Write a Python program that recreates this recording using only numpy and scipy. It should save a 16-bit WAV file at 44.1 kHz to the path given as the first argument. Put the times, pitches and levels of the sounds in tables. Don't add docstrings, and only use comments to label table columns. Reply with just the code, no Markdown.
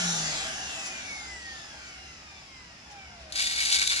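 import sys
import numpy as np
from scipy import signal
from scipy.fft import rfft, irfft, next_fast_len
from scipy.io import wavfile
from scipy.ndimage import map_coordinates

SR = 44100
rng = np.random.default_rng(int(sys.argv[2]) if len(sys.argv) > 2 else 0)


def boost(x):
    u = np.asarray(x, float) / 20
    return 10 ** u


def dump_mix(stems):
    frames = np.atleast_2d(stems).T
    limited = np.clip(frames, -1, 1)
    pcm = np.round(limited * 32767).astype(np.int16)
    wavfile.write(sys.argv[1], SR, pcm)


N = 176400
SIZE = next_fast_len(N + SR)
HZ = np.maximum(np.arange(SIZE // 2 + 1) * SR / SIZE, 1)
TIME = np.arange(N) / SR

START_HZ, FRICTION, VISCOUS, AIR = 180.34, 20.08, .0854, .0020465
SLOTS = 22
FLICKER_DB, TONE_ROOM_DB = 3, -11
MOTOR_LAG_S = 0.0002

# (time [s], level [dB])
SHAFT_LEVEL = [(0, -43), (.05, -34), (.23, -41.5), (.37, -51.5), (.6, -64), (1, -71), (4, -107)]
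# (time [s], level [dB])
WHINE_LEVEL = [(0, -50), (.17, -43), (.3, -52), (.4, -48), (.55, -51), (.65, -46), (.82, -43), (.97, -44),
               (1.04, -48), (1.11, -39), (1.2, -43), (1.24, -50), (1.33, -43), (1.42, -48), (1.48, -40),
               (1.55, -45), (1.62, -54), (2.0, -59), (2.2, -62), (2.65, -65), (2.82, -78), (2.92, -51),
               (2.99, -50), (3.07, -63), (3.22, -53), (3.4, -64), (3.5, -85), (4, -90)]
OVERTONE_RATIOS = [1.5, 2, 3, 4]
# (time [s], level [dB] at 1.5, 2, 3 and 4 times the slot rate)
OVERTONE_LEVELS = [(0, -66, -60, -75, -85), (.65, -70, -60, -75, -85), (.82, -70, -55, -70, -85),
                   (1.0, -72, -62, -63, -80), (1.4, -72, -68, -64, -76), (1.55, -72, -66, -57, -76),
                   (1.7, -70, -66, -60, -74), (1.85, -56, -64, -66, -63), (2.02, -59, -55, -68, -70),
                   (2.2, -62, -60, -69, -62), (2.32, -76, -56, -64, -74), (2.75, -76, -59, -67, -72),
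                   (2.9, -76, -68, -64, -72), (2.99, -78, -60, -47, -70), (3.08, -78, -61, -54, -61),
                   (3.16, -80, -72, -68, -66), (4, -85, -80, -78, -80)]
# (frequency [Hz], left lead [rad])
TONE_PHASE = [(1500, 0), (1800, .9), (1930, .7), (2000, 3.2), (2080, 3), (2200, .9), (2450, 1), (2600, -1),
              (3000, -1), (3350, -1.5), (3700, -1.3), (4500, 0)]

# (time [s], level [dB])
ROAR_LEVEL = [(0.0, -25.5), (0.02, -28), (1.24, -41), (1.37, -42.5), (1.41, -42.5), (1.48, -44),
              (1.53, -43), (2.51, -51.5), (3.03, -51), (3.25, -49)]
# (frequency [Hz], relative density [dB per Hz])
ROAR_SPECTRUM = [(120, -17.5), (200, -7), (333, -9.5), (469, -13), (768, -1.7), (1010, -9), (1570, -1),
                 (2410, -4), (2710, -2.5), (4440, -4), (5500, -2.5), (6360, 1.5), (7500, -5), (8000, -16),
                 (9500, -17), (10800, -19), (11700, -38), (15300, -60), (22000, -120)]
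# (frequency [Hz], loss [dB])
ROAR_SPEED_LOSS = [(200, -3), (800, -2.5), (2500, 1.66), (5000, 2), (7000, 5.5), (11000, 3.5)]
# (time [s], level [dB] above the roar)
ROAR_PUFFS = [(.87, 6), (.98, 0.5), (1.6, 0.5), (2.92, 10.5), (3.22, 7)]
PUFF_S = 0.017
ROAR_PATCHY_DB, ROAR_DIFFUSE, ROAR_ROOM_DB = 3, 0.26, 0.5

# (time [s], level [dB], weight of the sound below BIN_LOW_HZ [dB] relative to its mean)
POUR_LEVEL = [(3.3, -51, -11), (3.32, -52, -22), (3.355, -39, -15), (3.4, -25, -15), (3.42, -25.5, -20),
              (3.43, -28.5, -22.5), (3.55, -32, -15.5), (3.6, -28, -14.5), (3.65, -27.5, -20.5),
              (3.7, -25, -16), (3.76, -23, -21), (3.8, -27.5, -20.5), (3.82, -26, -11.5), (3.845, -28, -21),
              (3.87, -30.5, -34), (3.92, -27, -10), (3.96, -27, -17.5), (4.0, -28, -16)]
# (time [s], peak level [dB] before the offset LUMP_DB)
LUMP_PEAKS = [(3.3227, -19.5), (3.3553, -17.5), (3.6026, -16), (3.65, -19.5), (3.814, -19.5),
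              (3.9206, -18.5)]
# (time [s], peak level [dB] before the offset KNOCK_DB)
KNOCK_PEAKS = [(3.7242, -16), (3.7266, -16), (3.7374, -22), (3.7449, -13), (3.766, -15), (3.7897, -24),
               (3.796, -15.5), (3.809, -21), (3.8235, -23), (3.8749, -8.5), (3.898, -19.5), (3.9056, -20)]
LUMP_S, LUMP_DB, KNOCK_S, KNOCK_DB = 0.009, -11, .0015, -2
# (frequency [Hz], relative density [dB per Hz])
GRAIN_SPECTRUM = [(410, -45), (900, -24), (1150, -11), (1500, -6), (1750, -7), (1950, -8), (2700, -6),
                  (3200, -11), (3650, -3), (4700, -4), (5520, -9), (6300, -6), (7300, -6), (8340, -15),
                  (10400, -14), (11700, -33), (15300, -58), (22000, -120)]
# (frequency [Hz], width [Hz], relative level [dB])
BIN_MODES = [(1560, 90, -6), (1930, 40, -5), (2260, 80, 4.5), (2900, 370, -4.5), (3560, 130, -4),
             (3780, 90, -6), (3950, 80, -6), (4250, 120, -3), (4690, 150, 0), (5140, 120, -17),
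             (6020, 330, -10.5), (7000, 200, -14)]
# (frequency [Hz], left lead [rad])
PHONE_BEND = [(600, -0.78), (800, -0.12), (1120, 0.2), (1500, 1), (2000, -0.26)]
GRAINS_PER_S, GRAIN_SPREAD_DB, CLUMP_DB = 4000, 2.8, 1.2
BIN_DB, BIN_LOW_HZ, RING_WANDER_DB = 1.5, 2700, 2.5
POUR_LAG_S, POUR_LAG_SPREAD_S, POUR_ROOM_DB = -0.0003, .00003, -10

# (frequency [Hz], relative density [dB per Hz])
HALL_SPECTRUM = [(15, -56), (40, -32), (65, -6.5), (150, -7), (458, -19), (828, -24), (2150, -12),
                 (2570, -10), (3880, -22), (5150, -15), (7600, -24), (8100, -36), (10800, -40.5),
                 (11700, -90), (15300, -81), (22000, -120)]
# (time [s], level [dB])
WHISTLE_LEVEL = [(0, -62), (1.3, -58), (1.6, -54), (2.3, -56), (3, -60), (4, -66)]
# (time [s], level [dB])
RUMBLE_LEVEL = [(0, -84), (1, -79), (2, -72), (2.7, -69), (4, -63)]
HALL_DB, HUM_DB, HUM_HZ, HUM_WIDTH_HZ = -52.5, -58, 67.1, 12.5
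WHISTLE_HZ, WHISTLE_WIDTH_HZ, RUMBLE_HZ, RUMBLE_WIDTH_HZ = 5140, 200, 47.3, 30
ROOM_T60_S, ALIKE_BELOW_HZ = .4, 440
# (frequency [Hz], left minus right [dB])
MICROPHONE_DIFFERENCE = [(60, 1), (430, -0.3), (900, -2), (1600, -0.8), (3000, 0.3), (5000, 2),
                         (6500, -0.5), (7500, 8), (9000, 8), (11500, 9)]


def rms_one(x):
    return x / np.sqrt(np.mean(x ** 2) + 1e-20)


def in_time(rows):
    s, *columns = np.transpose(rows)
    return [np.interp(TIME, s, c) for c in columns]


def at_hz(points, hz):
    points = np.array(points)
    return np.interp(np.log(hz), np.log(points[:, 0]), points[:, 1])


def shaped(x, gain):
    return irfft(rfft(x, SIZE) * gain, SIZE)[..., :N]


def drift(rate):
    knots = rng.standard_normal(400)
    return map_coordinates(knots, [TIME * rate * 2 + 2], order=3)


def resonance(x, hz, width_hz):
    r = np.exp(-np.pi * width_hz / SR)
    poles = [1, -2 * r * np.cos(2 * np.pi * hz / SR), r * r]
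    return signal.lfilter([(1 - r * r) / 2, 0, (r * r - 1) / 2], poles, x)


def decay(start_s, fall_s):
    return np.exp(-np.maximum(TIME - start_s, 0) / fall_s) * (TIME >= start_s)


def between_ears(phase):
    return np.exp(np.array([[.5j], [-.5j]]) * phase)


def unalike(pair):
    low = 1 / (1 + (HZ / ALIKE_BELOW_HZ) ** 4)
    mid, side = shaped(pair, np.sqrt([1 + low, 1 - low]) / np.sqrt(2))
    return np.array([mid + side, mid - side])


def placed(x, lag_s, room_db):
    decaying = boost(-60 * TIME / ROOM_T60_S) * (TIME > .004)
    tail = unalike(rng.standard_normal((2, N)) * decaying)
    tail = boost(room_db) * tail / np.sqrt((tail ** 2).sum(1).mean())
    direct = np.exp(-1j * np.pi * HZ * lag_s * np.array([[1], [-1]]))
    return shaped(x, (direct + rfft(tail, SIZE)) / np.sqrt(1 + boost(2 * room_db)))


def speed():
    d = np.sqrt(4 * FRICTION * AIR - VISCOUS ** 2)
    start_angle = np.arctan((2 * AIR * START_HZ + VISCOUS) / d)
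    return (d * np.tan(start_angle - d * TIME / 2) - VISCOUS) / (2 * AIR)


def tones(turns):
    angle = 2 * np.pi * np.cumsum(turns) / SR
    shaft = boost(in_time(SHAFT_LEVEL)[0]) * np.sin(angle)
    whine = boost(in_time(WHINE_LEVEL)[0]) * np.sin(SLOTS * angle)
    upper = 0
    for ratio, db in zip(OVERTONE_RATIOS, in_time(OVERTONE_LEVELS)):
        upper = upper + boost(db + FLICKER_DB * drift(12)) * np.sin(ratio * SLOTS * angle)
    return np.sqrt(2) * (shaft + whine + upper)


def roar(turns):
    direct = placed(rng.standard_normal(N), MOTOR_LAG_S, ROAR_ROOM_DB)
    diffuse = unalike(rng.standard_normal((2, N)))
    white = np.sqrt(1 - ROAR_DIFFUSE) * direct + np.sqrt(ROAR_DIFFUSE) * diffuse
    noise = rfft(rms_one(shaped(white, boost(at_hz(ROAR_SPECTRUM, HZ)))), SIZE)
    halvings = np.log2(START_HZ / turns)
    puff_db = sum(db * np.exp(-((TIME - s) / PUFF_S) ** 2) for s, db in ROAR_PUFFS)
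    centres = np.geomspace(200, 11000, 48)
    out = 0
    for k, hz in enumerate(centres):
        weight = np.interp(np.log(HZ), np.log(centres), np.arange(len(centres)) == k)
        band = irfft(noise * weight, SIZE)[:, :N]
        flicker_db = ROAR_PATCHY_DB * drift(4.003) + puff_db * min(hz / 6000, 1)
        out = out + band * boost(flicker_db - halvings * at_hz(ROAR_SPEED_LOSS, hz))
    return out * boost(in_time(ROAR_LEVEL)[0])


def granules():
    flow_db, low_db = in_time(POUR_LEVEL)
    strength = boost(flow_db + CLUMP_DB * drift(40)) * (TIME > POUR_LEVEL[0][0])
    for s, db in LUMP_PEAKS:
        strength = strength + boost(db + LUMP_DB) * decay(s, LUMP_S)
    sizes = boost(GRAIN_SPREAD_DB * np.minimum(rng.exponential(1, N), 4)) * rng.choice([-1, 1], N)
    clicks = rms_one(sizes * (rng.random(N) < GRAINS_PER_S / SR))
    force = clicks * strength
    for s, db in KNOCK_PEAKS:
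        force = force + boost(db + KNOCK_DB) * decay(s, KNOCK_S) * np.sign(sizes)

    lags_s = POUR_LAG_S + POUR_LAG_SPREAD_S * rng.standard_normal(N)
    later = np.clip(np.arange(N) - lags_s * SR, 0, N - 2)
    whole, part = later.astype(int), later % 1

    def pair(x):
        right = np.bincount(whole, x * (1 - part), N) + np.bincount(whole + 1, x * part, N)
        return np.array([x, right]) + 1e-18

    ticks = shaped(pair(force), boost(at_hz(GRAIN_SPECTRUM, HZ)))
    rings = 0
    for hz, width, db in BIN_MODES:
        dealt = force * rng.uniform(0, 1, N)
        gain = boost(db + RING_WANDER_DB * drift(14)) / np.sqrt(width)
        rings = rings + gain * resonance(pair(dealt), hz, width)
    out = rms_one(ticks) + boost(BIN_DB) * rms_one(rings)
    out = out * np.std(force) / np.sqrt(1 + boost(2 * BIN_DB))
    low = 1 / (1 + (HZ / BIN_LOW_HZ) ** 6)
    lean = boost(low_db - low_db.mean())
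    return shaped(out * lean, low * between_ears(at_hz(PHONE_BEND, HZ))) + shaped(out, 1 - low)


def background():
    noise = unalike(shaped(rng.standard_normal((2, N)), boost(at_hz(HALL_SPECTRUM, HZ))))
    hum = resonance(rng.standard_normal(N), HUM_HZ, HUM_WIDTH_HZ)
    hum = resonance(hum, HUM_HZ, HUM_WIDTH_HZ)
    whistle = resonance(rng.standard_normal((2, N)), WHISTLE_HZ, WHISTLE_WIDTH_HZ)
    rumble = resonance(rng.standard_normal(N), RUMBLE_HZ, RUMBLE_WIDTH_HZ)
    rumble = resonance(rumble, RUMBLE_HZ, RUMBLE_WIDTH_HZ)
    steady = boost(HALL_DB) * rms_one(noise) + boost(HUM_DB) * rms_one(hum)
    whistle = boost(in_time(WHISTLE_LEVEL)[0]) * rms_one(whistle)
    return steady + whistle + boost(in_time(RUMBLE_LEVEL)[0]) * rms_one(rumble)


def scene():
    turns = speed()
    motor_tones = placed(tones(turns), MOTOR_LAG_S, TONE_ROOM_DB)
    motor = shaped(motor_tones, between_ears(at_hz(TONE_PHASE, HZ))) + roar(turns)
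    pour = placed(granules(), 0, POUR_ROOM_DB)
    return motor + pour + background()


def low_pass(x):
    return signal.sosfilt(signal.butter(12, 11890, fs=SR, output="sos"), x)


def record(dry):
    tilt_db = at_hz(MICROPHONE_DIFFERENCE, HZ) / 2
    mix = shaped(dry, boost(np.array([tilt_db, -tilt_db])))
    return low_pass(mix)


dry = scene()
out = record(dry)
dump_mix(out)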